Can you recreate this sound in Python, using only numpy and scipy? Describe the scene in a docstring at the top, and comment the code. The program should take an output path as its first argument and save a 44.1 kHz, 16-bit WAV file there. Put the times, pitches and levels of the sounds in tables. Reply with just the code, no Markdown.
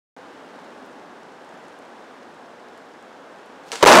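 """A very near lightning strike in steady rain, heard from a porch.
Rain washes over a street and trees, low wind gusts, a few drops splash close by.
Sparks rise to a sizzle and end in two sharp snaps; buildings scatter them and the porch rings.
Then shock waves from along the channel pile up, overload the microphone and briefly pin it silent."""
import sys
import numpy as np
from scipy import signal
from scipy.fft import rfft, irfft, next_fast_len
from scipy.io import wavfile

SR = 44100
rng = np.random.default_rng(int(sys.argv[2]) if len(sys.argv) > 2 else 0)


def pcm_store(signal):
    """Save signal as 16-bit PCM."""
    levels = np.round(np.clip(np.atleast_2d(signal), -1, 1) * 32767)
    wavfile.write(sys.argv[1], SR, levels.astype(np.int16).T)


N = 176400
TIME_S = np.arange(N) / SR

# distant rain: freq_hz, relative_db
WASH_SPECTRUM = [(40, 7), (80, 3.5), (340, 3), (650, 0), (860, -0.5), (1000, -3.5), (1380, -7), (1630, -7),
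                 (1830, -11.5), (2400, -17.5), (3400, -20), (5300, -26.5), (8000, -30), (12000, -36),
                 (15500, -36)]
# distant rain: time_s, level_db
WASH_ENVELOPE = [(.17, -39), (.55, -38.5), (1.28, -40), (1.65, -39), (1.88, -40), (2.05, -39), (2.2, -40),
                 (2.95, -40.3), (3.7, -39.5)]
# small drops on paving: freq_hz, relative_db
PATTER_SPECTRUM = [(500, 4), (1500, -2), (3500, -7), (6000, -3.5), (9000, -14), (12000, -17), (15500, -19)]
# faint tones in the wash: pitch_hz, width_hz, level_db
WASH_TONES = [(238.7, 15, -53), (497.5, 37, -56), (823, 32, -62.5), (5330, 260, -75)]
# wind rush: freq_hz, relative_db
WIND_SPECTRUM = [(40, -7), (130, -10.5), (180, -2.5), (235, -1.5), (290, -1.5), (320, -11), (450, -17.5),
                 (1000, -32.5), (4000, -68)]
# gusts: time_s, level_db
GUST_ENVELOPE = [(.17, -43.5), (.85, -39.5), (1.05, -43), (1.2, -41.5), (1.37, -47), (1.55, -44),
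                 (1.87, -47), (2.3, -42.5), (2.7, -52), (2.82, -44), (3.05, -48), (3.7, -43.5)]
# near drops: start_s, relative_db, centre_hz
NEAR_DROPS = [(.559, -48, 5800), (.615, -55, 9000), (.861, -47, 13000), (.917, -53, 7500),
              (1.233, -48, 6500), (1.321, -48, 5400), (1.447, -48, 8000), (1.492, -47, 7500),
              (1.541, -53, 10000), (1.575, -47, 5600), (1.682, -44, 7000), (1.788, -44, 9500),
              (2.344, -51, 7500), (2.685, -48, 6300), (2.778, -44, 10500), (3.026, -46, 7500),
              (3.386, -49, 6500), (3.460, -47, 8500)]
# sparks before the strike: time_s, level_db
SIZZLE_ENVELOPE = [(3.57, -93), (3.61, -69), (3.655, -55), (3.675, -51), (3.716, -48.5), (3.74, -70)]
# sparks: freq_hz, relative_db
SIZZLE_SPECTRUM = [(300, -16), (1500, 1), (4000, 2), (10000, -5), (15500, -7)]
# discharge snaps: start_s, level_db, length_s
SNAP_BURSTS = [(3.7076, -41, .0008), (3.718, -17.5, .001), (3.7561, -22, .0006), (3.757, -29, .0025)]
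# snaps: freq_hz, relative_db
SNAP_SPECTRUM = [(150, -2), (1000, 6), (2000, 5), (7500, -1.5), (10000, -7), (15500, -11)]
# echoes off walls and trees: time_s, level_db
ECHO_ENVELOPE = [(3.717, -70), (3.72, -30.5), (3.731, -28.5), (3.748, -34), (3.76, -33), (3.785, -36.5),
                 (3.80, -38), (3.83, -34)]
# echoes: freq_hz, relative_db
ECHO_SPECTRUM = [(100, 7), (250, 8), (430, 7), (650, 4), (950, 5), (1400, 6.5), (2500, 3.8), (4500, 3),
                 (7500, 1.5), (10000, -4.5), (12000, -10), (15500, -12)]
# porch resonances: pitch_hz, width_hz, level_db
PORCH_MODES = [(460, 20, -21), (790, 16, -29), (955, 16, -26.5), (1325, 16, -32)]
# first mutter of thunder: time_s, level_db
MUTTER_ENVELOPE = [(3.79, -53), (3.812, -30), (3.819, -35), (3.828, -21)]
# mutter: freq_hz, relative_db
MUTTER_SPECTRUM = [(100, -12), (800, 0), (1700, -6), (2800, -22), (15500, -55)]
# shock waves: freq_hz, relative_db
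SHOCK_SPECTRUM = [(60, -6), (200, -1), (450, -0.5), (900, -2.5), (1500, -10.5), (3000, -25), (6000, -33),
                  (15500, -55)]
# bright tearing behind the first shocks: time_s, level_db
TEARING_ENVELOPE = [(3.827, -11), (3.86, -6), (3.9, -6), (3.935, -6), (3.98, -10), (4.0, -12.5)]
# tearing and cracks: freq_hz, relative_db
TEARING_SPECTRUM = [(300, -6), (900, 5), (2000, 4), (3500, -1), (7000, -1.5), (10000, -7.5), (15500, -18)]
# single sharp cracks: start_s, level_db
CRACK_BURSTS = [(3.8315, 4), (3.8572, 22), (3.874, 2), (3.915, 1), (3.9295, 2), (3.9538, 2), (3.9722, 5)]
# huge slow waves: start_s, length_s
SURGE_WAVES = [(3.8425, .0182), (3.980, .0052)]
# microphone response: freq_hz, gain_db
MIC_RESPONSE = [(40, -2), (130, -2), (250, 0), (1000, 0), (3000, 0.5), (7000, -1.5), (10000, -4.5),
                (12000, -8.5), (15500, -14)]


def from_db(db):
    """Decibels to gain."""
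    return 10 ** (np.asarray(db) / 20)


def unit_rms(x):
    """Scale to unit power."""
    return x / np.sqrt(np.mean(x ** 2) + 1e-20)


def envelope(rows, outside_db=-150):
    """Gain along (time_s, level_db); outside_db=None holds the end values."""
    time_s, level_db = np.transpose(rows)
    return from_db(np.interp(TIME_S, time_s, level_db, left=outside_db, right=outside_db))


def shaped(x, spectrum):
    """Minimum-phase filter along (freq_hz, gain_db)."""
    freq_hz, gain_db = np.transpose(spectrum)
    size = next_fast_len(2 * N)
    grid_hz = np.maximum(np.arange(size // 2 + 1) * SR / size, 1)
    gain = from_db(np.interp(np.log(grid_hz), np.log(freq_hz), gain_db))
    cepstrum = irfft(np.log(gain), size)
    cepstrum[1:size // 2] *= 2
    cepstrum[size // 2 + 1:] = 0
    return irfft(rfft(x, size) * np.exp(rfft(cepstrum)), size)[..., :N]


def resonance(x, centre_hz, width_hz):
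    """Two-pole band-pass."""
    radius = np.exp(-np.pi * width_hz / SR)
    feedback = [1, -2 * radius * np.cos(2 * np.pi * centre_hz / SR), radius * radius]
    return signal.lfilter([1, 0, -1], feedback, x)


def noise(spectrum):
    """Coloured noise at unit power."""
    return unit_rms(shaped(rng.standard_normal(N), spectrum))


def clicks(spectrum, rate_per_s, spread_db):
    """Coloured random impulses, many small and few large, at unit power."""
    sizes = from_db(spread_db * np.minimum(rng.exponential(1, N), 5))
    impulses = (rng.random(N) < rate_per_s / SR) * sizes * rng.choice([-1, 1], N)
    return unit_rms(shaped(impulses, spectrum))


def gate(start_s, length_s):
    """Rectangular window."""
    return (TIME_S >= start_s) & (TIME_S < start_s + length_s)


def rain(patter_db=-66.5, patter_db_per_s=-.5):
    """Far drops merge into a wash with faint tones; nearer ones patter on paving."""
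    wash = envelope(WASH_ENVELOPE, outside_db=None) * noise(WASH_SPECTRUM)
    patter_gain = from_db(patter_db + patter_db_per_s * TIME_S)
    patter = patter_gain * clicks(PATTER_SPECTRUM, rate_per_s=500, spread_db=5.5)
    tones = np.zeros(N)
    for pitch_hz, width_hz, level_db in WASH_TONES:
        band = resonance(rng.standard_normal(N), pitch_hz, width_hz)
        tones += from_db(level_db) * unit_rms(resonance(band, pitch_hz, width_hz))
    return wash + patter + tones


def wind():
    """A low rush swells and sinks with the gusts."""
    return envelope(GUST_ENVELOPE, outside_db=None) * noise(WIND_SPECTRUM)


def drips(t60_s=.016, splash_q=2.2, trim_db=-4.5):
    """Each near drop makes a bright splash that dies at once."""
    splashes = np.zeros(N)
    spray = rng.standard_normal(N)
    for start_s, relative_db, centre_hz in NEAR_DROPS:
        age_s = np.clip(TIME_S - start_s, 0, 1)
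        decay = from_db(-60 * age_s / t60_s) * (TIME_S >= start_s)
        splash = unit_rms(resonance(spray, centre_hz, centre_hz / splash_q))
        splashes += from_db(relative_db + trim_db) * decay * splash
    return splashes


def discharge():
    """Sparks swell to a sizzle and end in snaps, scattered by walls and trees."""
    sizzle = envelope(SIZZLE_ENVELOPE) * clicks(SIZZLE_SPECTRUM, rate_per_s=1800, spread_db=3.5)
    bursts = sum(from_db(level_db) * gate(start_s, length_s)
                 for start_s, level_db, length_s in SNAP_BURSTS)
    snaps = bursts * noise(SNAP_SPECTRUM)
    echoes = envelope(ECHO_ENVELOPE) * clicks(ECHO_SPECTRUM, rate_per_s=9000, spread_db=1.5)
    return sizzle + snaps + echoes


def porch_ring(start_s=3.724, rise_s=.006):
    """Damped porch modes ring briefly as the echoes arrive."""
    age_s = np.maximum(TIME_S - start_s, 0)
    ring = np.zeros(N)
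    for pitch_hz, width_hz, level_db in PORCH_MODES:
        decay = np.exp(-np.pi * width_hz * age_s)
        ring += from_db(level_db) * decay * np.sin(2 * np.pi * pitch_hz * age_s)
    return ring * (1 - np.exp(-age_s / rise_s))


def thunder(shock_start_s=3.8274, shock_db=12.3, shock_db_per_s=-32, crack_length_s=.0013):
    """A mutter, then shocks from all along the channel pile up, with tearing and sharp cracks."""
    age_s = np.maximum(TIME_S - shock_start_s, 0)
    shock_gain = (age_s > 0) * from_db(shock_db + shock_db_per_s * age_s)
    shocks = shock_gain * clicks(SHOCK_SPECTRUM, rate_per_s=3000, spread_db=3.6)
    tearing = envelope(TEARING_ENVELOPE) * clicks(TEARING_SPECTRUM, rate_per_s=6000, spread_db=2.5)
    bursts = sum(from_db(level_db) * gate(start_s, crack_length_s) for start_s, level_db in CRACK_BURSTS)
    cracks = bursts * noise(TEARING_SPECTRUM)
    mutter = envelope(MUTTER_ENVELOPE) * noise(MUTTER_SPECTRUM)
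    return mutter + shocks + tearing + cracks


def surges(first_db=29.5, slope_db_per_s=-80):
    """Huge slow pressure waves: each a push, then suction."""
    first_s = SURGE_WAVES[0][0]
    pressure = np.zeros(N)
    for start_s, length_s in SURGE_WAVES:
        peak = from_db(first_db + slope_db_per_s * (start_s - first_s))
        phase_cycles = np.clip((TIME_S - start_s) / length_s, 0, 1)
        pressure += peak * np.sin(2 * np.pi * phase_cycles)
    return pressure


def scene():
    """Mono sound pressure at the porch."""
    return (rain() + wind() + drips() + discharge() + porch_ring() + thunder() + surges())[None]


def record(dry):
    """The capsule saturates, a low cut turns its flat tops into spikes, the amplifier rounds them off."""
    switch_on_s = .165
    capsule_limit, capsule_leak = .85, .0045
    low_cut_hz, low_cut_q, high_cut_hz = 350, .54, 15750
    amp_ceiling, amp_knee = .94, 4.6
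    pressure = dry * (TIME_S >= switch_on_s)
    capsule = capsule_limit * np.tanh(pressure / capsule_limit) + capsule_leak * pressure
    corner_rad_per_s = 2 * np.pi * low_cut_hz
    low_cut = signal.bilinear([1, 0, 0], [1, corner_rad_per_s / low_cut_q, corner_rad_per_s ** 2], SR)
    mic = shaped(signal.lfilter(*low_cut, capsule), MIC_RESPONSE)
    limited = mic / (1 + np.abs(mic / amp_ceiling) ** amp_knee) ** (1 / amp_knee)
    high_cut = signal.ellip(10, .1, 70, high_cut_hz, fs=SR, output="sos")
    return signal.sosfilt(high_cut, limited)


dry = scene()
out = record(dry)
pcm_store(out)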